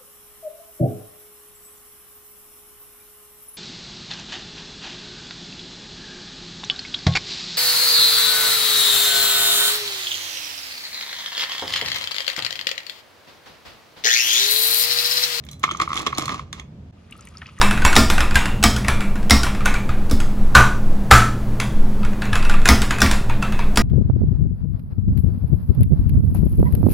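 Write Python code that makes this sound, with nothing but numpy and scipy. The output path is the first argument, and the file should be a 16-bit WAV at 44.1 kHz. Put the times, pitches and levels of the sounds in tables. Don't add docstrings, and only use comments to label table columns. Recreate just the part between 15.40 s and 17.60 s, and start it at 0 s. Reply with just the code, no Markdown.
import sys
import numpy as np
from scipy import signal
from scipy.fft import rfft, irfft, next_fast_len
from scipy.io import wavfile
from scipy.ndimage import uniform_filter1d, map_coordinates

SR = 44100
rng = np.random.default_rng(int(sys.argv[2]) if len(sys.argv) > 2 else 0)


def store_wav(level_fs):
    pcm = np.round(np.clip(np.atleast_2d(level_fs), -1, 1) * 32767)
    wavfile.write(sys.argv[1], SR, pcm.T.astype(np.int16))


N = 97020

# t/s, level/dB
KNOCK_CUES = [(.233, -28), (.2385, -4), (0.247, -16.5), (0.2547, -21.5), (0.2781, -18), (0.2894, -16),
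              (0.3104, -15.5), (.317, -25.5), (0.3479, -20), (0.392, -33), (.400, -9.5), (0.4042, -13.5),
              (0.418, -9.5), (.434, -24.5), (0.476, -16), (0.4935, -25), (.504, -18), (0.516, -18.5),
              (0.5306, -15), (.546, -25), (0.5635, -18), (0.573, -22), (0.6029, -21), (.623, -31),
              (0.6294, -30.5), (0.6659, -11.5), (0.6766, -16.5), (0.7288, -14), (0.776, -24.5),
              (0.7832, -18), (0.7946, -20.5), (.821, -24), (.834, -22.5), (0.855, -29), (0.861, -30),
              (.880, -15.5), (0.8942, -18.5), (0.9008, -21.5), (0.918, -22), (.923, -20), (0.9428, -24),
              (.949, -27), (.9943, -20.5), (1.131, -30), (1.1804, -40), (1.1978, -36)]
# f/Hz, level/dB, time to the top of the burst/s
CUP_MODES = [(1199, -1, 0.0023), (2192, -13, .0021), (1680, -33, 0.001), (3440, -30, 0.00033)]
# t/s, level/dB, tilt above 1 kHz/(dB per octave)
CLACK_CUES = [(.038, -40, -1), (0.0502, -36.5, 27), (.066, -37.5, -1), (0.0882, -29.5, 0),
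              (0.1131, -30.5, 19), (0.131, -34.5, 6), (.195, -38.5, 16.5), (0.232, -18.5, -3.5),
              (0.2373, -8, -4.5), (0.242, -17.5, -7.5), (0.312, -20.5, -0.5), (0.3168, -22.5, -4),
              (.371, -32, 3.5), (0.3996, -16, -4), (0.4143, -14.5, -2.5), (.4181, -15.5, 1),
              (0.49, -36, 6.5), (.5308, -20, -2.5), (0.542, -25, 4), (.556, -20.5, 1), (0.5683, -19, 2.5),
              (0.5749, -16.5, -3.5), (.581, -23.5, 2), (0.5925, -22.5, 2.5), (.598, -23.5, -2),
              (.618, -27, 6.5), (0.6648, -14.5, -1.5), (.670, -14, -1.5), (.726, -23, -11.5),
              (0.7477, -31.5, 0.5), (.774, -23, -1), (0.7823, -12, 6), (.795, -20.5, 0.5), (.810, -27, 2),
              (.8225, -22.5, 3), (.856, -20.5, 5), (0.8794, -21.5, -0.5), (0.8923, -18, -3.5),
              (0.92, -31, 3), (.943, -27, 0), (.9935, -30.5, -3), (1.1286, -21, 0.5), (1.1968, -29, -1.5)]
# f/Hz, level/dB, t60/s
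ICE_MODES = [(3414, -19, 0.032), (6520, -21, 0.022), (9760, -33, 0.016), (13620, -33.5, 0.023)]
# t/s, level/dB, f/Hz
CLINK_CUES = [(.114, -35.5, 6100), (.0885, -35.5, 3510), (.292, -21.5, 3200), (.303, -19.5, 3170),
              (.308, -22, 3100), (.3175, -27.5, 6350), (.337, -33, 6400), (.371, -25.5, 6300),
              (.569, -29, 7000), (.575, -15, 3450), (.6705, -19.5, 3380), (.7495, -31, 6500),
              (.750, -24.5, 4270), (.774, -34, 10100), (.856, -24, 4270), (1.1292, -25, 3470),
              (1.197, -33.5, 3370), (1.197, -31, 6470)]
# t/s, level/dB, f/Hz
THUD_CUES = [(0.237, -30, 450), (0.3182, -28.5, 330), (0.402, -32, 400), (0.4198, -28.5, 260),
             (.594, -26.5, 318), (0.627, -30.5, 250), (.669, -20.5, 427), (.674, -25.5, 190),
             (.7835, -28, 760), (.785, -22, 290), (0.826, -28.5, 295), (.895, -29.5, 219),
             (.921, -33.5, 380)]
# t/s, level/dB
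JOSTLE_FADER = [(0, -63), (.08, -66), (.125, -53), (.18, -76), (.225, -52.5), (.245, -38), (.36, -46),
                (.39, -45.5), (.42, -32.5), (.47, -47), (.525, -38), (.545, -38), (.59, -33), (.655, -40.5),
                (.68, -41.5), (.72, -45), (.765, -41), (.80, -39.5), (.85, -36.5), (.876, -47.5),
                (.90, -36.5), (.93, -34), (1.0, -45.5), (1.05, -60.5), (1.12, -71.5), (1.14, -49),
                (1.2, -47), (1.27, -79.5)]
# t/s, level/dB
TAP_CUES = [(.089, -53), (0.1139, -43.5), (.121, -52), (.131, -46), (.158, -52.5)]
# f/Hz, level/dB, t60/s
BEAKER_MODES = [(2326, -16, .25), (4040, -5.5, .13), (5840, -7, 0.092), (7640, -7.5, .1),
                (10770, -10.5, .07)]
# t/s, level/dB, f/Hz
SPLASH_CUES = [(1.701, -51, 2190), (1.710, -38, 7960), (1.726, -43.5, 8200), (1.723, -36.5, 2710),
               (1.727, -40, 2830), (1.766, -47, 7600), (1.778, -45.5, 10800), (1.809, -36, 6600),
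               (1.824, -48.5, 4770), (1.853, -38.5, 8750), (1.871, -39.5, 2220), (1.872, -40.5, 7500),
               (1.887, -38.5, 6830), (1.9714, -35, 5180), (1.982, -38.5, 6500), (2.0168, -34.5, 1730),
               (2.0175, -36, 2800), (2.018, -45, 900), (2.025, -44, 1850), (2.0582, -35, 2426),
               (2.067, -39.5, 5050), (2.067, -42, 2800), (2.089, -41.5, 2405), (2.18, -44.5, 1880),
               (2.188, -37, 7200)]
# t/s, level/dB
WALL_DROP_CUES = [(1.572, -54.5), (1.753, -43.5), (1.791, -42), (1.951, -41.5), (1.958, -49),
                  (2.027, -39.5), (2.087, -40.5), (2.188, -38.5)]
# t/s, level/dB
PATTER_FADER = [(1.52, -90.5), (1.58, -65.5), (1.68, -65), (1.72, -58), (1.84, -58), (1.96, -55),
                (2.08, -52.5), (2.14, -58.5), (2.2, -53.5)]
# t/s, level/dB
RUMBLE_FADER = [(0, -44), (.6, -44), (.9, -43), (1.0, -38.5), (1.12, -41), (1.24, -43), (1.35, -42),
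                (1.50, -43.5), (1.53, -48), (1.82, -45), (2.2, -46.5)]
DRONE_FADER = [(0, -44.5), (.5, -45.5), (.75, -43.5), (.87, -38), (1.0, -41.5), (1.2, -47.5), (1.33, -42.5),
               (1.49, -45.5), (1.54, -62), (2.2, -57)]
# f/Hz, relative level/dB
CLACK_EQ = [(200, -14.5), (800, -13), (1500, -5.5), (2200, 5), (2700, -2.5), (3400, 5), (4300, -4),
            (6700, -5), (7700, -6.5), (8500, -16), (10000, -15.5), (12000, -29), (13500, -22.5),
            (14700, -40), (16000, -36)]
THUD_EQ = [(60, -25.5), (150, -3.5), (320, 3.5), (550, -6.5), (850, -6), (1500, -20), (4000, -45.5)]
JOSTLE_EQ = [(100, 0), (220, 12.5), (450, 2.5), (800, 2.5), (1170, 10), (1500, -1.5), (2150, 2), (2700, 3),
             (3400, -1.5), (4200, -3), (6500, -7), (7700, -11), (8500, -23), (10000, -23), (12000, -45.5),
             (13600, -29), (14700, -32), (16000, -34)]
PATTER_EQ = [(400, -23), (700, 0), (1200, 6), (1460, 1.5), (1850, 1.5), (2800, 4), (3600, 1), (4700, -5.5),
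             (7000, -6.5), (8200, -11), (9700, -14), (12000, -22), (16000, -36.5)]
RUMBLE_EQ = [(20, -33.5), (40, -15.5), (62, -3), (82, 4), (110, -7.5), (141, -12), (175, -6.5),
             (240, -10.5), (330, -19.5), (600, -25.5), (1200, -45), (4000, -86.5)]
AIR_EQ = [(200, 4.5), (600, 6.5), (1200, -0.5), (1700, -3), (3500, -8), (7000, -16.5), (9000, -25.5),
          (12000, -30), (15000, -36)]
# f/Hz, width/Hz, gain over the direct sound/ratio
HOLLOW_MODES = [(1214, 120, 0.46), (2160, 77, 0.38), (3360, 143, 0.41)]
# f/Hz, t60/s
WALL_DECAY = [(150, 0.43), (1200, 0.27), (4000, 0.23), (8000, 0.21), (15000, 0.21)]
# f/Hz, left minus right/dB
CUP_PAN = [(150, -2.5), (600, -8.5), (1150, -0.5), (1700, -4.5), (2200, -3), (3300, -3), (4800, -3.5),
           (7000, -1), (14000, -1)]
# f/Hz, left lead/rad
LEFT_LEAD = [(500, 0.82), (1150, 1.03), (2100, 1.44), (2800, 2.87), (4000, 4.8), (6300, 5.1), (7500, 10.8),
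             (9000, 7.13), (14000, 8.4)]

ICE_ATTACK_S = 0.00048


def amp(db):
    return 10 ** (np.asarray(db) / 20)


def unit(x):
    return x / np.sqrt(np.mean(x ** 2) + 1e-20)


def along(points, hz):
    f, values = np.transpose(points)
    return np.interp(np.log(hz + 1), np.log(f + 1), values)


def fader(rows):
    return amp(np.interp(np.arange(N) / SR, *np.transpose(rows)))


def bell(offset, width, power=2):
    return 1 / (1 + (offset / width) ** power)


def filtered(x, response):
    n = x.shape[-1]
    padded = next_fast_len(n + SR // 10)
    return irfft(rfft(x, padded) * response(np.fft.rfftfreq(padded, 1 / SR)), padded)[..., :n]


def coloured(x, eq, tilt_db=0):
    return unit(filtered(x, lambda f: amp(along(eq, f) + tilt_db * np.log2(np.maximum(f / 1000, 1)))))


def stereo(mid, side, side_db):
    return mid + amp(side_db) * np.array([side, -side])


def add(track, s, sound):
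    i = int(np.clip(round(s * SR), 0, N))
    track[..., i:i + sound.shape[-1]] += sound[..., :N - i]


def grains(spread_db, clump_db, per_s=1500, clumps_per_s=64):
    swells = rng.standard_normal(int(N * clumps_per_s / SR) + 4)
    clumps = map_coordinates(swells, [np.arange(N) * clumps_per_s / SR])
    clicks = (rng.random(N) < per_s / SR) * rng.choice([-1, 1], N)
    sizes = np.minimum(rng.exponential(size=N), 3)
    return unit(clicks * amp(clump_db * clumps + spread_db * sizes))


def knocks(sag_per_s=0.04, ring_db=-15, ring_t60=0.057):
    out, t = np.zeros(N), np.arange(SR // 10) / SR
    for s, db in KNOCK_CUES:
        for hz, mode_db, top_s in CUP_MODES:
            burst_tune, ring_tune = rng.normal(1, [0.018, 0.06])
            age = t / top_s
            phase = 2 * np.pi * hz * (1 - sag_per_s * s) * t
            burst = age * np.exp((1 - age ** 2) / 2) * np.sin(phase * burst_tune)
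            ring = amp(ring_db - 60 * t / ring_t60) * (1 - np.exp(-age)) * np.sin(phase * ring_tune)
            add(out, s, amp(db + mode_db) * (burst + ring))
    return out


def clacks(crack_s=0.0015, tail_s=0.012, tail_db=-16):
    out, t = np.zeros((2, N)), np.arange(SR // 10) / SR
    attack = 1 - np.exp(-t / ICE_ATTACK_S)
    decay = np.exp(-t / crack_s) + amp(tail_db) * np.exp(-t / tail_s)
    for s, db, tilt_db in CLACK_CUES:
        mid, side = coloured(rng.standard_normal((2, len(t))), CLACK_EQ, tilt_db)
        crack = attack * decay * unit(stereo(mid, side, side_db=-4))
        ring = 0
        for hz, mode_db, t60 in ICE_MODES:
            fade = amp(mode_db + rng.normal(0, 2) - 60 * t / t60)
            ring += fade * np.sin(2 * np.pi * hz * rng.normal(1, 0.016) * t)
        add(out, s, amp(db) * (crack + ring))
    return out


def clinks(decay_s=0.0027):
    out, t = np.zeros(N), np.arange(SR // 20) / SR
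    envelope = (1 - np.exp(-t / ICE_ATTACK_S)) * np.exp(-t / decay_s)
    for s, db, hz in CLINK_CUES:
        add(out, s, amp(db) * envelope * np.sin(2 * np.pi * hz * t))
    return out


def thuds(attack_s=0.00043, decay_s=0.0044, boom_top_s=0.0028, boom_db=-5):
    out, t = np.zeros(N), np.arange(SR // 10) / SR
    envelope = (1 - np.exp(-t / attack_s)) * np.exp(-t / decay_s)
    for s, db, hz in THUD_CUES:
        push = envelope * coloured(rng.standard_normal(len(t)), THUD_EQ)
        boom = t / boom_top_s * np.exp(1 - t / boom_top_s) * np.sin(2 * np.pi * hz * t)
        add(out, s, amp(db) * (push + amp(boom_db) * boom))
    return out


def jostle(chatter_hz=1176, chatter_db=-7):
    contacts = np.array([grains(spread_db=5, clump_db=1.5) for _ in range(3)])
    mid, side = coloured(contacts[:2], JOSTLE_EQ)
    chatter = unit(filtered(contacts[2], lambda f: bell(f - chatter_hz, width=130, power=4)))
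    return fader(JOSTLE_FADER) * (stereo(mid, side, side_db=-9) + amp(chatter_db) * chatter)


def beaker():
    out, t = np.zeros(N), np.arange(SR // 4) / SR
    attack = 1 - np.exp(-t / ICE_ATTACK_S)
    for s, db in TAP_CUES:
        for hz, mode_db, t60 in BEAKER_MODES:
            fade = amp(db + mode_db + rng.normal(0, 2.05) - 60 * t / t60)
            add(out, s, attack * fade * np.sin(2 * np.pi * hz * t + rng.uniform(0, 2 * np.pi)))
    return out


def blip(hz, t, cycles_to_top, glide=0.012):
    age = t * hz / cycles_to_top
    return age * np.exp(1 - age) * np.sin(2 * np.pi * hz * t * (1 + glide * np.minimum(age, 4)))


def splashes(bubble_db=-2.5, spray_db=-3.5, cycles_to_top=4.5, width_octaves=0.34):
    out, t = np.zeros(N), np.arange(SR // 30) / SR
    for s, db, hz in SPLASH_CUES:
        age = t * hz / cycles_to_top
        noise = rng.standard_normal(len(t))
        band = filtered(noise, lambda f: (1 + (np.log2((f + 1) / hz) / width_octaves) ** 2 / 2) ** -2)
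        spray = age * np.exp(1 - age) * unit(band)
        bubble = blip(hz, t, cycles_to_top=4.6)
        add(out, s, amp(db) * (amp(bubble_db) * bubble + amp(spray_db) * spray))
    return out


def wall_drops(note_hz=1220):
    out, t = np.zeros(N), np.arange(SR // 30) / SR
    for s, db in WALL_DROP_CUES:
        add(out, s, amp(db) * blip(note_hz * rng.normal(1, 0.026), t, cycles_to_top=2.9))
    return out


def patter(lowest_hz=1250):
    droplets = np.zeros(N)
    for octave in range(4):
        impacts = grains(spread_db=3, clump_db=3)
        droplets += filtered(impacts, lambda f: bell(np.log2((f + 1) / lowest_hz) - octave, width=0.5))
    return fader(PATTER_FADER) * unit(in_cup(coloured(droplets, PATTER_EQ)))


def in_cup(x):
    return filtered(x, lambda f: 1 + sum(gain * 1j * f * width / (hz ** 2 - f ** 2 + 1j * f * width)
                                         for hz, width, gain in HOLLOW_MODES))


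def placed(x, wet_db, scatter_db, lead_share=1, scatter_s=0.0008, low_cut_hz=1900):
    hz, t, spectrum = signal.stft(rng.standard_normal((2, SR // 2)), SR, nperseg=256)
    envelope = amp(-60 * t / along(WALL_DECAY, hz)[:, None]) * (1 - np.exp(-t / 0.001))
    tail = signal.istft(spectrum * envelope, SR, nperseg=256)[1]
    tail = tail + 0.077 * tail[::-1]
    scatter = rng.standard_normal(tail.shape) * np.exp(-np.arange(tail.shape[1]) / SR / scatter_s)
    scatter = filtered(scatter / np.linalg.norm(scatter[0]), lambda f: 1 - bell(f, low_cut_hz))
    reflections = amp(wet_db) * tail / np.linalg.norm(tail[0]) + amp(scatter_db) * scatter
    wet = signal.fftconvolve(np.atleast_2d(x), reflections, axes=1)[:, :N]
    split = np.array([[.5], [-.5]])
    direct = filtered(x, lambda f: np.exp(1j * split * lead_share * along(LEFT_LEAD, f)))
    return filtered(direct + wet, lambda f: amp(split * along(CUP_PAN, f)))


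def traffic(drone_hz=140.3):
    drone = unit(filtered(rng.standard_normal(N), lambda f: bell(f - drone_hz, width=17)))
    rumble = stereo(*coloured(rng.standard_normal((2, N)), RUMBLE_EQ), side_db=-23)
    return (fader(RUMBLE_FADER) * rumble + fader(DRONE_FADER) * drone) * amp([[-.6], [.6]])


def background(air_db=-61.5, dip_at_s=1.511, dip_length_s=0.014, dip_db=-18):
    t = np.arange(N) / SR
    in_dip = (t > dip_at_s) & (t < dip_at_s + dip_length_s)
    dip = uniform_filter1d(amp(dip_db * in_dip), size=90)
    rumble = traffic()
    air = stereo(*coloured(rng.standard_normal((2, N)), AIR_EQ), side_db=0.5)
    return dip * (rumble + amp(air_db) * air)


def scene():
    cup = placed(knocks(), wet_db=-16.5, scatter_db=-13)
    cubes = in_cup(clacks() + clinks() + thuds() + jostle())
    ice = placed(cubes + beaker(), wet_db=-12, scatter_db=-9)
    pour = placed(splashes() + wall_drops() + patter(), wet_db=-14.5, scatter_db=-9, lead_share=0.22)
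    pour *= amp([[1.7], [-1.7]])
    return cup + ice + pour + background()


def record(dry, peak_hz=13550, peak_db=5, top_hz=16000):
    bright = filtered(dry, lambda f: amp(peak_db * bell(f - peak_hz, width=380)))
    return filtered(bright, lambda f: 1 / (1 + (f / top_hz) ** 120))


dry = scene()
out = record(dry)
store_wav(out)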